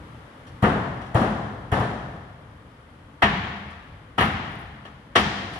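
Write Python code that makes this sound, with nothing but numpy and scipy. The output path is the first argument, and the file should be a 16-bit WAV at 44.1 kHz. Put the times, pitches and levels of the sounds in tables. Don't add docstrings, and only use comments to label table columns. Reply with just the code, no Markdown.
import sys
import numpy as np
from scipy import signal
from scipy.fft import rfft, irfft, next_fast_len
from scipy.io import wavfile
from scipy.ndimage import map_coordinates

SR = 44100
rng = np.random.default_rng(int(sys.argv[2]) if len(sys.argv) > 2 else 0)


def store_wav(level_fs):
    pcm = np.round(np.clip(np.atleast_2d(level_fs), -1, 1) * 32767)
    wavfile.write(sys.argv[1], SR, pcm.T.astype(np.int16))


N = 246519

# start in seconds, level in dB, hardness from 0 to 1, boom pitch in Hz,
# then hollowness, treble and paint grit in dB.
BLOWS = [(0.6232, 23, 0.1, 122, 1, 1.5, -64), (0.634, 22.5, 0.24, 206, 3.5, -15, -70),
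         (1.145, 22, 0.03, 113, 4.5, 4, -58), (1.21, 18, 0.09, 218, -5, -2, -61),
         (1.717, 21, 0.15, 98, 3.5, 3.5, -53.5), (1.798, 14.5, 0.01, 120, -1.5, 1.5, -65),
         (3.221, 26.5, 0.97, 62, -2, -2, -54), (4.1799, 22, 0.8, 156, -2.5, 1, -49),
         (4.205, 23, 0.8, 83.5, -2.5, -4.5, -42.5), (5.1545, 25, 0.98, 208.6, 5.5, 9, -43.5)]
# start in seconds, level in dB, treble in dB.
BITS = [(0.468, -14, 23), (1.013, -6.5, 14.5), (1.06, -18, 25), (1.638, -32, 9), (3.463, -10, -6),
        (3.702, -17, 23), (4.85, -1.5, 7), (5.414, -10, 6), (5.532, -8, 25), (5.555, 0, 9)]
# frequency in Hz, gain in dB.
SOFT_TONE = [(25, -41), (55, 7.5), (110, 3.5), (210, 8), (340, 1.5), (700, 3), (1200, 1.5), (1750, -4.5),
             (2300, -16), (3200, -18), (4500, -31), (7000, -39), (10500, -36.5), (14500, -63)]
HARD_TONE = [(25, -35), (65, 7.5), (115, 4.5), (190, 7), (280, -1), (390, 0), (520, -3.5), (750, 0.5),
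             (1130, 3.5), (1480, 1.5), (1850, 1), (2300, -3.5), (3200, -5.5), (4300, -17.5), (7500, -34),
             (11000, -37), (14500, -79)]
# frequency in Hz, share of the dB setting.
TREBLE_SHARE = [(2500, 0.075), (5500, 0.88)]
HOLLOW_SHARE = [(220, 0.017), (320, 0.45), (480, 0.55), (700, 0)]
# frequency in Hz, relative level in dB, T60 in seconds.
PANEL_MODES = [(129, -26, 0.15), (209, 8.5, 0.44), (302, -3, 0.64), (410.8, 5, 0.34), (494.5, 3, 0.21),
               (683.7, 9.5, 0.19), (747.4, 9, 0.23), (966, -10, 0.33), (1138, 7, 0.029), (1262, 6.5, 0.2),
               (1420, -15, 0.15), (1784, 11, 0.23), (1880, 6.5, 0.15), (2490, 7, 0.24), (2670, -6, 0.058),
               (2700, 3, 0.11), (2904, 12.5, 0.13), (2883, 10.5, 0.12), (3204, 9.5, 0.12)]
# frequency in Hz, T60 in seconds.
STREET_T60 = [(60, 2.39), (170, 1.18), (500, 1.47), (1000, 1.49), (2500, 1.465), (5000, 1.42),
              (12000, 1.18)]
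# frequency in Hz, gain in dB.
STREET_TONE = [(50, -1.5), (150, 2), (260, 0.5), (500, -3), (780, -0.5), (1100, -3.5), (1500, -1),
               (2200, 0), (3000, -1), (4000, 1.5), (7000, 1.5), (12000, -9.5)]
# delay in seconds, level in dB.
FACADE_ECHOES = [(0.06, -15), (0.09, -17.5), (0.211, -17.5), (.26, -21.5)]
# frequency in Hz, left minus right in dB.
CAR_BALANCE = [(150, 2), (450, 3.5), (800, 6), (1100, 33), (1500, -2.5), (1800, -25), (2200, 18), (2600, 8),
               (3250, 56), (3650, 17), (4400, -25.5), (5200, 13), (7600, -24), (9500, -2), (13000, -36)]
DIFFUSE_BALANCE = [(150, 1.5), (450, 0), (620, 8), (850, 0), (1150, 8), (1800, -1), (2400, 7.5),
                   (3300, 4.5), (4500, 3), (6300, -11), (7600, -21), (9500, -5), (13000, 9)]
# frequency in Hz, phase lead of the left in radians.
CAR_PHASE = [(850, .5), (1150, -1.2), (1550, -2.5), (1850, -6), (2200, -4), (2550, -12), (3100, -18.5),
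             (4200, -14), (5500, -19.5), (12000, -26.5)]
# frequency in Hz, left-right correlation.
DIFFUSE_LIKENESS = [(150, 0.99), (330, 0.9), (520, 0.47), (750, 0.84), (1050, 0.2), (1500, -0.27),
                    (2000, 0.37), (2600, -0.12), (5000, 0.031)]
# frequency in Hz, relative level in dB.
HUM_TONE = [(25, -15), (45, -1.5), (70, 0), (130, -1), (200, -8.5), (290, -5.5), (370, -15), (500, -9),
            (700, -15), (1200, -12), (1800, -17), (2600, -24.5), (3200, -23.5), (4000, -31.5),
            (7000, -41.5), (11000, -39.5), (12500, -50), (14500, -66)]
# time in seconds, level in dB.
HUM_LEVEL = [(0, -43.5), (2.3, -48), (5.59, -48.5)]

RISE_S, CRUNCH_T60_S = (0.0065, 0.0045), (0.61, 0.19)
BOOM_DB, SNAP_DB = (-26.5, -44), (-67, -91)
RING_DB, ECHO_DB = (-0.5, 1.5), (0, -4)


def blows(boom_spread_db=-11, grit_spread_db=-8):
    direct, echo = np.zeros(N), np.zeros((2, N))
    pairs = (RISE_S, CRUNCH_T60_S, BOOM_DB, RING_DB, SNAP_DB, ECHO_DB)
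    for start, db, hardness, boom_hz, hollow_db, treble_db, grit_db in BLOWS:
        rise, t60, boom_db, ring_db, snap_db, echo_db = (np.interp(hardness, [0, 1], p) for p in pairs)
        crash, spread = amp(db) * shell(hardness, ring_db, treble_db, rise, t60, hollow_db)
        thud = amp(db + boom_db) * boom(boom_hz)
        flakes = amp(grit_db) * paint_grit()
        snap = amp(db + snap_db) * paint_snap()
        for sound in (crash, thud, flakes, snap):
            add(direct, start, sound)
        outward = spread + amp(boom_spread_db) * thud + amp(grit_spread_db) * flakes[:len(thud)]
        add(echo, start + rise, amp(echo_db) * street(outward))
    return direct, echo


def shell(hardness, ring_db, treble_db, rise, t60, hollow_db=0, spread_ring_db=-8):
    def tone_db(hz):
        contact = (1 - hardness) * along(SOFT_TONE, hz) + hardness * along(HARD_TONE, hz)
        return contact + treble_db * along(TREBLE_SHARE, hz) + hollow_db * along(HOLLOW_SHARE, hz)

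    ring = amp(ring_db) * panel_ring(rise)
    direct = crunch(rise, t60) + ring
    spread = signal.unit_impulse(len(ring)) + amp(spread_ring_db) * ring
    return np.array([coloured(direct, tone_db), coloured(spread, tone_db)])


def crunch(rise, t60, grain_db=-0.5, touch=0.47, low_hz=140):
    t = np.arange(SR // 3) / SR
    onset = 1 + touch - np.exp(-(t / rise) ** 2)
    buckling = onset * amp(grain_db * wobble(691, len(t)) - 60 * t / t60)
    slips = rng.standard_normal(len(t)) * buckling
    return signal.lfilter(*signal.butter(1, low_hz, "high", fs=SR), slips / np.linalg.norm(slips))


def panel_ring(rise):
    t = np.arange(SR // 3) / SR
    ring = np.zeros(len(t))
    for hz, db, t60 in PANEL_MODES:
        strength, detune, phase = rng.uniform(-1.1, 1, 3)
        decay = np.log(1000) / t60
        peak = amp(db + 2 * strength) * 2 * decay / SR
        pitch = hz * (1 + 0.0084 * detune)
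        ring += peak * np.exp(-decay * t) * np.sin(2 * np.pi * (pitch * t + phase))
    return ring * (1 - np.exp(-(t / rise) ** 2))


def boom(hz, t60=0.069, give_s=0.00464, attack_s=0.0015):
    t = np.maximum(np.arange(SR // 3) / SR - give_s, 0)
    return np.sin(2 * np.pi * hz * t) * amp(-60 * t / t60) * (1 - np.exp(-t / attack_s))


def paint_grit(t60=0.3, grain_db=4, flakes_per_s=350, fall_s=0.39, fall_spread_s=0.11, patter_db=-25):
    t = np.arange(2 * SR // 3) / SR
    crackle = rng.standard_normal(len(t)) * amp(grain_db * wobble(302, len(t)))
    burst = unit(crackle) * amp(-60 * t / t60)
    ticks = unit(rng.standard_normal(len(t)) * (rng.random(len(t)) < flakes_per_s / SR))
    patter = ticks * amp(patter_db) * np.exp(-((t - fall_s) / fall_spread_s) ** 2)
    return 2 * bandpass(burst + patter, low_hz=8500, high_hz=12000)


def paint_snap(t60=0.057):
    t = np.arange(SR // 5) / SR
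    crack = bandpass(rng.standard_normal(len(t)), low_hz=5000, high_hz=11500)
    return unit(crack) * amp(-60 * t / t60)


def loose_bits(echo_db=-5):
    paths = np.zeros((2, N))
    for start, db, treble_db in BITS:
        clink = shell(hardness=0.64, ring_db=1.0, treble_db=treble_db, rise=0.0028, t60=0.18)
        add(paths, start, amp(db) * clink)
    direct, spread = paths
    return direct, amp(echo_db) * street(spread)[:, :N]


def from_car(x):
    def response(hz):
        left_lead = along(CAR_PHASE, hz) * np.minimum(hz / 800, 1) ** 2
        return port_gains(CAR_BALANCE, hz) * np.exp([[0.5j], [-0.5j]] * left_lead)

    return filtered(x, response)


def street(x, build_s=0.0058, scatter_s=0.044):
    size = 4 * SR // 3
    t = np.arange(size) / SR
    hz, frame_s, spectra = signal.stft(rng.standard_normal((2, size)), SR, nperseg=256)
    decay = amp(-60 * frame_s / along(STREET_T60, hz)[:, None])
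    tail = signal.istft(spectra * decay, SR, nperseg=256)[1][:, :size]
    tail *= (1 - np.exp(-t / build_s)) * np.sqrt(14 / SR)
    echo_power = sum(amp(db) ** 2 * (t > delay) * np.exp(-abs(t - delay) / scatter_s)
                     for delay, db in FACADE_ECHOES)
    tail += rng.standard_normal((2, size)) * np.sqrt(echo_power / (scatter_s * SR))
    return signal.fftconvolve(x[None], tail, axes=1)


def from_all_around(pair):
    def mid_side_gains(hz):
        angle = np.arccos(np.clip(along(DIFFUSE_LIKENESS, hz), -1, 1)) / 2
        return np.array([np.cos(angle), np.sin(angle)])

    mid, side = filtered(pair, mid_side_gains)
    return filtered(np.array([mid + side, mid - side]), lambda hz: port_gains(DIFFUSE_BALANCE, hz))


def town_hum(bass_hz=250, bass_waver_db=2.4, upper_waver_db=0.077):
    air = from_all_around(rng.standard_normal((2, N)))
    air = unit(filtered(air, lambda hz: amp(along(HUM_TONE, hz))))
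    bass = filtered(air, lambda hz: 1 / (1 + (hz / bass_hz) ** 4))
    upper = (air - bass) * amp(upper_waver_db * wobble(5.6, N))
    bass *= amp(bass_waver_db * wobble(8.7, N))
    level_db = np.interp(np.arange(N) / SR, *np.transpose(HUM_LEVEL))
    return amp(level_db) * (upper + bass)


def port_gains(balance, hz):
    ratio = amp(along(balance, hz))
    return np.array([ratio, np.ones_like(ratio)]) * np.sqrt(2 / (1 + ratio ** 2))


def amp(db):
    return np.exp(np.asarray(db) * (np.log(10) / 20))


def unit(x):
    return x / np.sqrt(np.mean(x ** 2) + 1e-20)


def along(points, hz):
    knots_hz, values = np.transpose(points)
    return np.interp(np.log(hz + 1), np.log(knots_hz + 1), values)


def wobble(rate, size):
    knots = rng.standard_normal(size // 20 + 4)
    return map_coordinates(knots, [np.arange(size) * rate / SR], mode="mirror")


def bandpass(x, low_hz, high_hz):
    return signal.sosfilt(signal.butter(2, [low_hz, high_hz], "band", fs=SR, output="sos"), x)


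def filtered(x, response):
    size = x.shape[-1]
    padded = next_fast_len(size + SR // 10, real=True)
    return irfft(rfft(x, padded) * response(np.fft.rfftfreq(padded, 1 / SR)), padded)[..., :size]


def coloured(x, level_db, size=4096):
    cepstrum = irfft(np.log(amp(level_db(np.fft.rfftfreq(size, 1 / SR)))))
    cepstrum[1:size // 2] *= 2
    cepstrum[size // 2 + 1:] = 0
    return signal.fftconvolve(x, irfft(np.exp(rfft(cepstrum))))[:len(x)]


def add(track, s, sound):
    start = round(s * SR)
    track[..., start:start + sound.shape[-1]] += sound[..., :N - start]


def scene():
    blow, blow_echo = blows()
    clink, clink_echo = loose_bits()
    echo = filtered(from_all_around(blow_echo + clink_echo), lambda hz: amp(along(STREET_TONE, hz)))
    return from_car(blow + clink) + echo + town_hum()


def record(dry, low_hz=42, top_hz=14700):
    thinned = signal.lfilter(*signal.butter(2, low_hz, "high", fs=SR), dry)
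    rounded = thinned / (1 + thinned ** 6) ** (1 / 6)
    return filtered(rounded, lambda hz: hz < top_hz)


dry = scene()
out = record(dry)
store_wav(out)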